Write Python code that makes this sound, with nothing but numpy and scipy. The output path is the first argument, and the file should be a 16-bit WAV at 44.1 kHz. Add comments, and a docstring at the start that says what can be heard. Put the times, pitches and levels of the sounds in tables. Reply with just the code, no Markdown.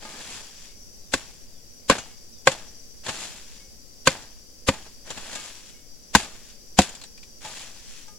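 """A hoe chops weeds out of damp soil at the edge of a wood: seven blows and four raking pulls.
Each blow swishes through grass, cuts stems, thuds, rings the head and shaft, and scatters earth.
On the pulls the blade grates through soil and leaves; stems snap, stones clink, dry stalks tick.
Behind it insects shrill, a far bird whistles and the air murmurs.
The two microphone ports colour the treble differently."""
import sys
import numpy as np
from scipy import signal
from scipy.fft import rfft, irfft, next_fast_len
from scipy.io import wavfile
from scipy.ndimage import map_coordinates

SR = 44100
rng = np.random.default_rng(int(sys.argv[2]) if len(sys.argv) > 2 else 0)


def generate_wav(sig):
    """Save sig (samples, or channels by samples) to the path in sys.argv[1] as 16-bit PCM at SR."""
    pcm = np.round(np.clip(np.atleast_2d(sig).T, -1, 1) * 32767).astype(np.int16)
    wavfile.write(sys.argv[1], SR, pcm)


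N = 360738

# Noise colours, from the background bed to the blow. Each row: frequency in Hz, relative level in dB.
AIR_COLOUR = [(8, 15.5), (30, -0.5), (70, -3.5), (130, -11.5), (230, -8), (330, -14), (520, -14),
              (700, -21.5), (1100, -27.5), (4000, -25), (9000, -26.5), (16000, -27)]
CHORUS_COLOUR = [(3800, -41), (4600, -18), (5300, -5.5), (5900, -4), (6500, -10.5), (7500, -16.5),
                 (9000, -12.5), (12000, -19.5), (16000, -40.5)]
SCRAPE_COLOUR = [(40, -9), (200, -1.5), (400, -3), (550, -2), (1050, -4.5), (1350, -6), (1650, -4.5),
                 (2600, -8), (5000, -13.5), (12000, -47)]
LEAF_COLOUR = [(200, -22.5), (1200, -7), (2000, -2.5), (3200, 1), (5000, -0.5), (7500, -3.5), (10500, -8.5),
               (13000, -22.5), (16000, -30.5)]
STEM_COLOUR = [(300, -16), (1500, -10), (2700, -1), (4000, 0.5), (5500, -4), (7500, -3.5), (10000, -11),
               (13000, -26), (16000, -26)]
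PUSH_COLOUR = [(40, -8.5), (90, 1), (150, -9.5), (270, -1.5), (420, -13), (700, -24), (2000, -59)]
EARTH_COLOUR = [(40, -17), (120, -11.5), (260, -4), (420, -7), (700, -7.5), (1100, 1.5), (1350, -15),
                (1650, -4.5), (2800, -9.5), (5000, -26), (12000, -48.5)]
# Stereo image of close and distant sounds. Each row: frequency in Hz, left-right coherence (1 is mono).
NEAR_IMAGE = [(130, 1), (640, 0.91), (1400, .78), (3000, 0.44), (6000, 0), (10000, 0.047)]
FAR_IMAGE = [(30, .4), (200, 0.27), (550, 0.69), (1200, .05), (4000, 0.01)]
# Swell of the higher insects and the chorus. Each row: time in seconds, base level in dB.
INSECT_SWELL = [(0, -59), (.9, -57.5), (1.599, -60), (2.8, -57.5), (4.4, -59.5), (5, -59), (5.9, -59),
                (6.6, -59.5), (7.2, -58.5)]
# The blade drags through the weeds. Each row: start in seconds, length in seconds, level in dB.
BLADE_PULLS = [(0, .35, -45), (3.032, 0.22, -42), (5.046, 0.39, -44.5), (7.404, 0.19, -45)]
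# The blade lifts out of the tangle. Each row: release in seconds, leaf level in dB, ring level in dB.
BLADE_LIFTS = [(.65, -50, -60.5), (2.06, -63.5, -59), (3.56, -50.5, -59), (5.7, -53, -59),
               (6.49, -53.5, -74), (7.99, -47.5, -74)]
# Modes of the free blade and of the head damped by soil.
# Each row: pitch in Hz, relative level in dB, time to fall 60 dB in seconds.
FREE_MODES = [(638, -4, 0.58), (858, 5.5, 0.16), (1228, -1.5, 0.43), (1624, 0.5, 0.17), (2200, 2, 0.41),
              (2893, 4.5, .3), (3230, -0.5, .3), (6500, 5, 0.2)]
DAMPED_MODES = [(1080, 0, 0.022), (1207, -5, 0.026), (1519, 7.5, 0.032), (1564, 5, 0.024),
                (2076, -8, 0.063), (2396, -3, 0.053), (2530, -14.5, .05), (2619, -7, 0.051),
                (3484, -3.5, 0.039), (3890, -17, 0.016), (4370, -17.5, 0.06), (4580, -7.5, 0.06),
                (7100, -23, 0.024)]
# Sharp cracks: stems and roots break, the hoe knocks twice more just after its second blow, and clods drop
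# after later blows. Each row: start in seconds, level in dB, crispness in dB.
CRACKS = [(.023, -43, -5), (1.908, -16.5, -12.5), (1.918, -23, -14.5), (1.951, -30, -10.5),
          (3.063, -32.5, -2.5), (3.081, -32.5, -1), (4.862, -45.5, -10), (5.103, -33.5, 3),
          (5.173, -34, -1), (5.255, -43.5, -4.5), (5.328, -38, 2.5), (6.23, -38, 1), (6.348, -48, -1),
          (6.816, -34.5, 10.5)]
# The blade meets a stone. Each row: start in seconds, crack level in dB, crispness in dB,
# ring level in dB, most excited frequency in Hz.
STONE_HITS = [(.049, -40.5, -3.5, -43.5, 1160), (1.982, -34, 1, -42, 4598), (2.516, -36, 4, -45, 782),
              (3.088, -25.5, -2.5, -47, 700), (4.736, -39, -2, -51, 820), (5.352, -36.5, 7.5, -41, 1520),
              (6.197, -33.5, -4, -45, 855), (7.448, -37.5, 1, -43.5, 894), (8.079, -58.5, 9, -53.5, 1150)]
# Bird notes. Each row: start in seconds, length in seconds, first and last pitch in Hz, level in dB.
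BIRD_NOTES = [(0.974, 0.23, 4400, 3350, -71), (1.5, 0.11, 4120, 3350, -67), (2.284, 0.16, 4400, 3380, -67)]
# Hoe blows. Each row: start in seconds, force in dB, depth from 0 to 1, then swish, stem, thud and
# shaft faders in dB, knock pitch in Hz, clod pitch in Hz, clod fader in dB.
BLOWS = [(1.136, -22, 0.62, -29.5, -19, -27, -29, 267, 944, -32),
         (1.897, -15, 0.5, -30.5, -14.5, -19, -15.5, 207, 1055, -16),
         (2.471, -14.5, .15, -33.5, -15.5, -21, -13, 149.4, 747, -16.5),
         (4.071, -14, .3, -26, -14, -23, -16.5, 170, 986, -27.5),
         (4.685, -18.5, .8, -22.5, -20.5, -9.5, -18, 204, 1099, -21.5),
         (6.1495, -13.5, .7, -29, -10, -17, -32.5, 210, 847, -12),
         (6.7874, -16, 0.99, -26, -12, -15, -16, 196.6, 727, -7.5)]
# Dry stalks tick. Each row: start in seconds, level in dB, pitch in Hz.
STALK_TICKS = [(6.891, -45.5, 7100), (6.949, -45, 7170), (7.013, -46.5, 4240), (7.035, -44, 4150),
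               (7.176, -55, 2440), (7.229, -51, 2390)]
# Treble resonances of the microphone ports. Each row: frequency in Hz, gain in dB.
LEFT_PORT_EQ = [(3800, 1.5), (6000, 3.5), (7250, 10.5), (9000, -0.5), (10500, -11), (12500, -0.5),
                (15000, 2.5)]
RIGHT_PORT_EQ = [(3800, 1), (6000, -1.5), (7300, -3), (9000, -3), (10400, 7), (12500, 1.5), (15000, -1)]


def amp(db):
    """Decibels to gain."""
    return 10 ** (np.asarray(db) / 20)


def unit(x):
    """Scale to rms 1."""
    return x / np.sqrt(np.mean(x ** 2) + 1e-20)


def along(points, hz):
    """Read a curve of (Hz, value) points on a log frequency axis."""
    freqs, values = np.transpose(points)
    return np.interp(np.log(hz + 1), np.log(freqs), values)


def wobble(rate):
    """A smooth random curve with rate knots a second."""
    knots = rng.standard_normal(int(N * rate / SR) + 4)
    return map_coordinates(knots, [np.arange(N) * rate / SR])


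def filtered(x, response):
    """Shape x with a gain given as a function of frequency."""
    n = x.shape[-1]
    padded = next_fast_len(n + SR // 8)
    return irfft(rfft(x, padded) * response(np.fft.rfftfreq(padded, 1 / SR)), padded)[..., :n]


def noise(colour, image=NEAR_IMAGE, n=N, texture=1):
    """Stereo noise of rms 1 with the given colour, stereo image and fine texture."""
    def mid_side_gains(hz):
        width = np.arccos(np.clip(along(image, hz), -1, 1)) / 2
        return amp(along(colour, hz)) * [np.cos(width), np.sin(width)]
    mid, side = filtered(rng.standard_normal((2, n)) * texture, mid_side_gains)
    return unit(np.array([mid + side, mid - side]))


def crackle(colour, rate, spread_db, n=N, life_s=.0008):
    """Tiny fractures, rate a second, a few much larger than the rest."""
    sizes = amp(spread_db * np.minimum(rng.exponential(size=n), 4))
    fractures = sizes * (rng.random(n) < rate / SR)
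    power = signal.lfilter([1], [1, -np.exp(-1 / (life_s * SR))], fractures ** 2)
    return noise(colour, n=n, texture=np.sqrt(power))


def burst(t, rise, hold, t60):
    """An envelope that rises, holds and dies away; times in seconds."""
    return (1 - np.exp(-np.maximum(t, 0) / rise)) * amp(-60 * np.maximum(t - hold, 0) / t60)


def ring(t, hz, t60, rise=.0014):
    """One struck mode."""
    return np.sin(2 * np.pi * hz * t) * burst(t, rise, 0, t60)


def add(track, start, sound):
    """Mix a sound into the track at start seconds."""
    i = max(round(start * SR), 0)
    track[:, i:i + sound.shape[-1]] += sound[..., :N - i]


def air():
    """A low, wide bed of air that barely wavers."""
    return amp(-47.5 + .31 * wobble(2)) * noise(AIR_COLOUR, FAR_IMAGE)


def shrill(hz, width_hz, flutter_db):
    """Many insects of one kind merge into a narrow, fluttering band."""
    band = filtered(rng.standard_normal((2, N)), lambda f: 1 / (1 + 2j * (f - hz) / width_hz) ** 2)
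    return unit(band * amp(flutter_db * wobble(45)))


def insects():
    """Two kinds of insect sing over a distant chorus, which swells and ebbs with the higher kind."""
    swell = amp(np.interp(np.arange(N) / SR, *np.transpose(INSECT_SWELL)))
    lower = amp(-58 + 1.6 * wobble(.86)) * shrill(4805, width_hz=380, flutter_db=1.5)
    higher = amp(2.5) * shrill(5750, width_hz=480, flutter_db=2.1)
    chorus = amp(-1.5) * noise(CHORUS_COLOUR, FAR_IMAGE)
    return lower + swell * (higher + chorus)


def on_steel(x, width_hz=45, wet=.16):
    """Grit sliding on the blade sounds its modes, widened by the contact."""
    def resonances(f):
        return sum(amp(db) / (1 + 2j * (f - hz) / width_hz) for hz, db, _ in FREE_MODES)
    return filtered(x, lambda f: 1 + wet * resonances(f))


def pulls(grip_s=.016, gather_db_per_s=20, lift_db_per_s=34, lift_t60=.44):
    """The blade grates over soil while leaves pile up and rustle; lifted free, it rings."""
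    t = np.arange(N) / SR
    soil, leaves, rings = np.zeros(N), np.zeros(N), np.zeros((2, N))
    for start, length, db in BLADE_PULLS:
        gathered_db = gather_db_per_s * np.minimum(t - start - length, 0)
        soil += amp(db) * burst(t - start, grip_s, length, t60=.65)
        leaves += amp(db + 4 + gathered_db) * burst(t - start, grip_s, length, t60=.74)
    for release, db, ring_db in BLADE_LIFTS:
        since = t - release
        brushing = amp(db + np.minimum(lift_db_per_s * since, -60 * since / lift_t60))
        leaves = np.hypot(leaves, brushing)
        add(rings, release + .04, ping(ring_db, centre_hz=2230, octaves=.28))  # the last weeds let go
    catching = amp(.81 * wobble(35))  # the blade catches and slips
    grating = amp(-3.5) * soil * crackle(SCRAPE_COLOUR, rate=1800, spread_db=3.6)
    rustle = leaves * crackle(LEAF_COLOUR, rate=3000, spread_db=1.4)
    return on_steel(catching * (grating + rustle)) + rings


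def clank(t, scatter_db=3, stagger_s=.003, detune=.006):
    """The head's damped modes build up as it digs in; high ones reach the two ports unalike."""
    out = np.zeros((2, len(t)))
    for hz, db, t60 in DAMPED_MODES:
        late = stagger_s * rng.random() + rng.normal(0, .00005, (2, 1))
        gain = amp(db + scatter_db * rng.normal())
        out += gain * ring(t - late, hz * (1 + detune * rng.normal()), t60)
    return out


def crack(db, crisp_db):
    """A short crack with a dull body and a crisp edge, which rings the hoe a little."""
    n = SR // 6
    t = np.arange(n) / SR
    dull = amp(-2) * burst(t, .00082, .0053, .082) * noise(SCRAPE_COLOUR, n=n)
    crisp = amp(crisp_db - 1.5) * burst(t, .0006, .0024, .091) * crackle(STEM_COLOUR, 1700, 1.3, n)
    return amp(db) * (on_steel(dull + crisp) + amp(-13.5) * clank(t))


def snaps():
    """Stems and roots break against the blade, the hoe knocks again after a blow, and clods drop: one crack
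    each."""
    out = np.zeros((2, N))
    for start, db, crisp_db in CRACKS:
        add(out, start, crack(db, crisp_db))
    return out


def ping(db, centre_hz, octaves=.53):
    """Out of the soil the steel rings on; the point of contact favours some of its modes."""
    out, t = np.zeros((2, SR // 2)), np.arange(SR // 2) / SR
    for hz, mode_db, t60 in FREE_MODES:
        favour = np.exp(-.5 * (np.log2(hz / centre_hz) / octaves) ** 2)
        late = rng.normal(0, .00004, (2, 1))
        out += amp(db + mode_db) * favour * ring(t - late, hz, t60)
    return out


def stones():
    """Stones clink on the blade: a crack for the attack, ringing steel for the tail."""
    out = np.zeros((2, N))
    for start, db, crisp_db, ring_db, centre_hz in STONE_HITS:
        add(out, start, crack(db, crisp_db))
        add(out, start, ping(ring_db, centre_hz))
    return out


def bird():
    """A far bird's faint whistles drop quickly and level off."""
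    out = np.zeros((2, N))
    for start, length, from_hz, to_hz, db in BIRD_NOTES:
        progress = np.linspace(0, 1, int(length * SR))
        hz = to_hz + (from_hz - to_hz) * (1 - progress) ** 2
        arch = np.sqrt(np.abs(np.sin(np.pi * progress)))
        add(out, start, amp(db) * arch * np.sin(2 * np.pi * np.cumsum(hz) / SR))
    return out


def chops(lead_s=.04, contact_s=.00041, swish_s=.021):
    """The hoe swishes through grass and bites into the ground, then earth and leaves settle."""
    out, n = np.zeros((2, N)), SR * 3 // 4
    t = np.arange(n) / SR - lead_s - contact_s
    entering = np.clip(1 + t / swish_s, 0, 1) ** 1.4 * (t < 0)  # ever more grass meets the blade
    for start, force_db, depth, swish_db, stems_db, thud_db, shaft_db, knock_hz, clod_hz, clod_db in BLOWS:
        ground_db = force_db + 18 * depth  # a deep blow knocks harder
        head_db = force_db + 3.5 - 10 * depth ** 2  # and damps the steel
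        grass = crackle(LEAF_COLOUR, 2900, 1.5, n) + .41 * noise(SCRAPE_COLOUR, n=n)
        swish = amp(swish_db - 1.5) * entering * grass

        thud = amp(thud_db) * ring(t, hz=78, t60=.057, rise=.0026)
        knock = amp(ground_db - 7) * ring(t, knock_hz, t60=.064, rise=.0032)
        soil_push = amp(ground_db - 17.5) * burst(t, .0017, .009, .06) * noise(PUSH_COLOUR, n=n)
        shaft = amp(shaft_db + 7.5) * ring(t, hz=535, t60=.06, rise=.0017)
        clod = amp(clod_db + 5.5) * ring(t, clod_hz, t60=.045)
        head = amp(head_db) * clank(t)
        earth = amp(force_db + 4.5) * burst(t, .0012, .0029, .042) * noise(EARTH_COLOUR, n=n)
        stems = amp(stems_db) * burst(t, .0003, .003, .05) * crackle(STEM_COLOUR, 3200, 2.2, n)
        bite = thud + knock + soil_push + shaft + clod + head + earth + stems

        crumbs = amp(force_db - 23) * burst(t, .018, .023, .52) * crackle(SCRAPE_COLOUR, 1200, 2.8, n)
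        leaves = amp(stems_db - 20.5) * burst(t, .0054, .023, .36) * crackle(LEAF_COLOUR, 2300, 1.8, n)
        # weeds brush the blade as it comes up
        brushing = amp(-52.5) * burst(t, .055, .16, .65) * crackle(LEAF_COLOUR, 1500, 2.2, n)
        tail = off_ground(on_steel(crumbs) + leaves + brushing)
        add(out, start - lead_s, swish + bite + tail)
    return out


def ticks():
    """Dry stalks tick, each with a bright crack and a pitch of its own."""
    out, n = np.zeros((2, N)), SR // 6
    envelope = burst(np.arange(n) / SR, rise=.0016, hold=.0051, t60=.052)
    for start, db, hz in STALK_TICKS:
        stalk_colour = [(hz / 2, -40), (hz * .88, -20), (hz, 0), (hz * 1.13, -20), (hz * 2, -40)]
        add(out, start, amp(db) * envelope * noise(stalk_colour, n=n))
        add(out, start, crack(db - 7, crisp_db=11.5))
    return out


def off_ground(x, delay_s=.00117, bounce=.13):
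    """Sound from just above the soil arrives twice, which gives it a hollow colour."""
    return filtered(x, lambda hz: (1 + bounce * np.exp(-2j * np.pi * hz * delay_s)) / np.hypot(1, bounce))


def from_left(x, lead_s=.00003):
    """The hoe works left of centre, so its sound reaches the left port first."""
    return filtered(x, lambda hz: np.exp(1j * np.pi * hz * lead_s * np.array([[1], [-1]])))


def scene():
    """The hoe up front; air, insects and the bird behind it."""
    bed = air() + insects() + bird()
    raking = off_ground(pulls() + snaps() + stones() + ticks())
    return bed + from_left(raking + chops())


def record(dry, top_hz=16000):
    """Each port rings in the treble, peaks past full scale clip, and the top end cuts off steeply."""
    coloured = filtered(dry, lambda hz: amp([along(LEFT_PORT_EQ, hz), along(RIGHT_PORT_EQ, hz)]))
    return filtered(np.clip(coloured, -1, 1), lambda hz: hz < top_hz)


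dry = scene()
out = record(dry)
generate_wav(out)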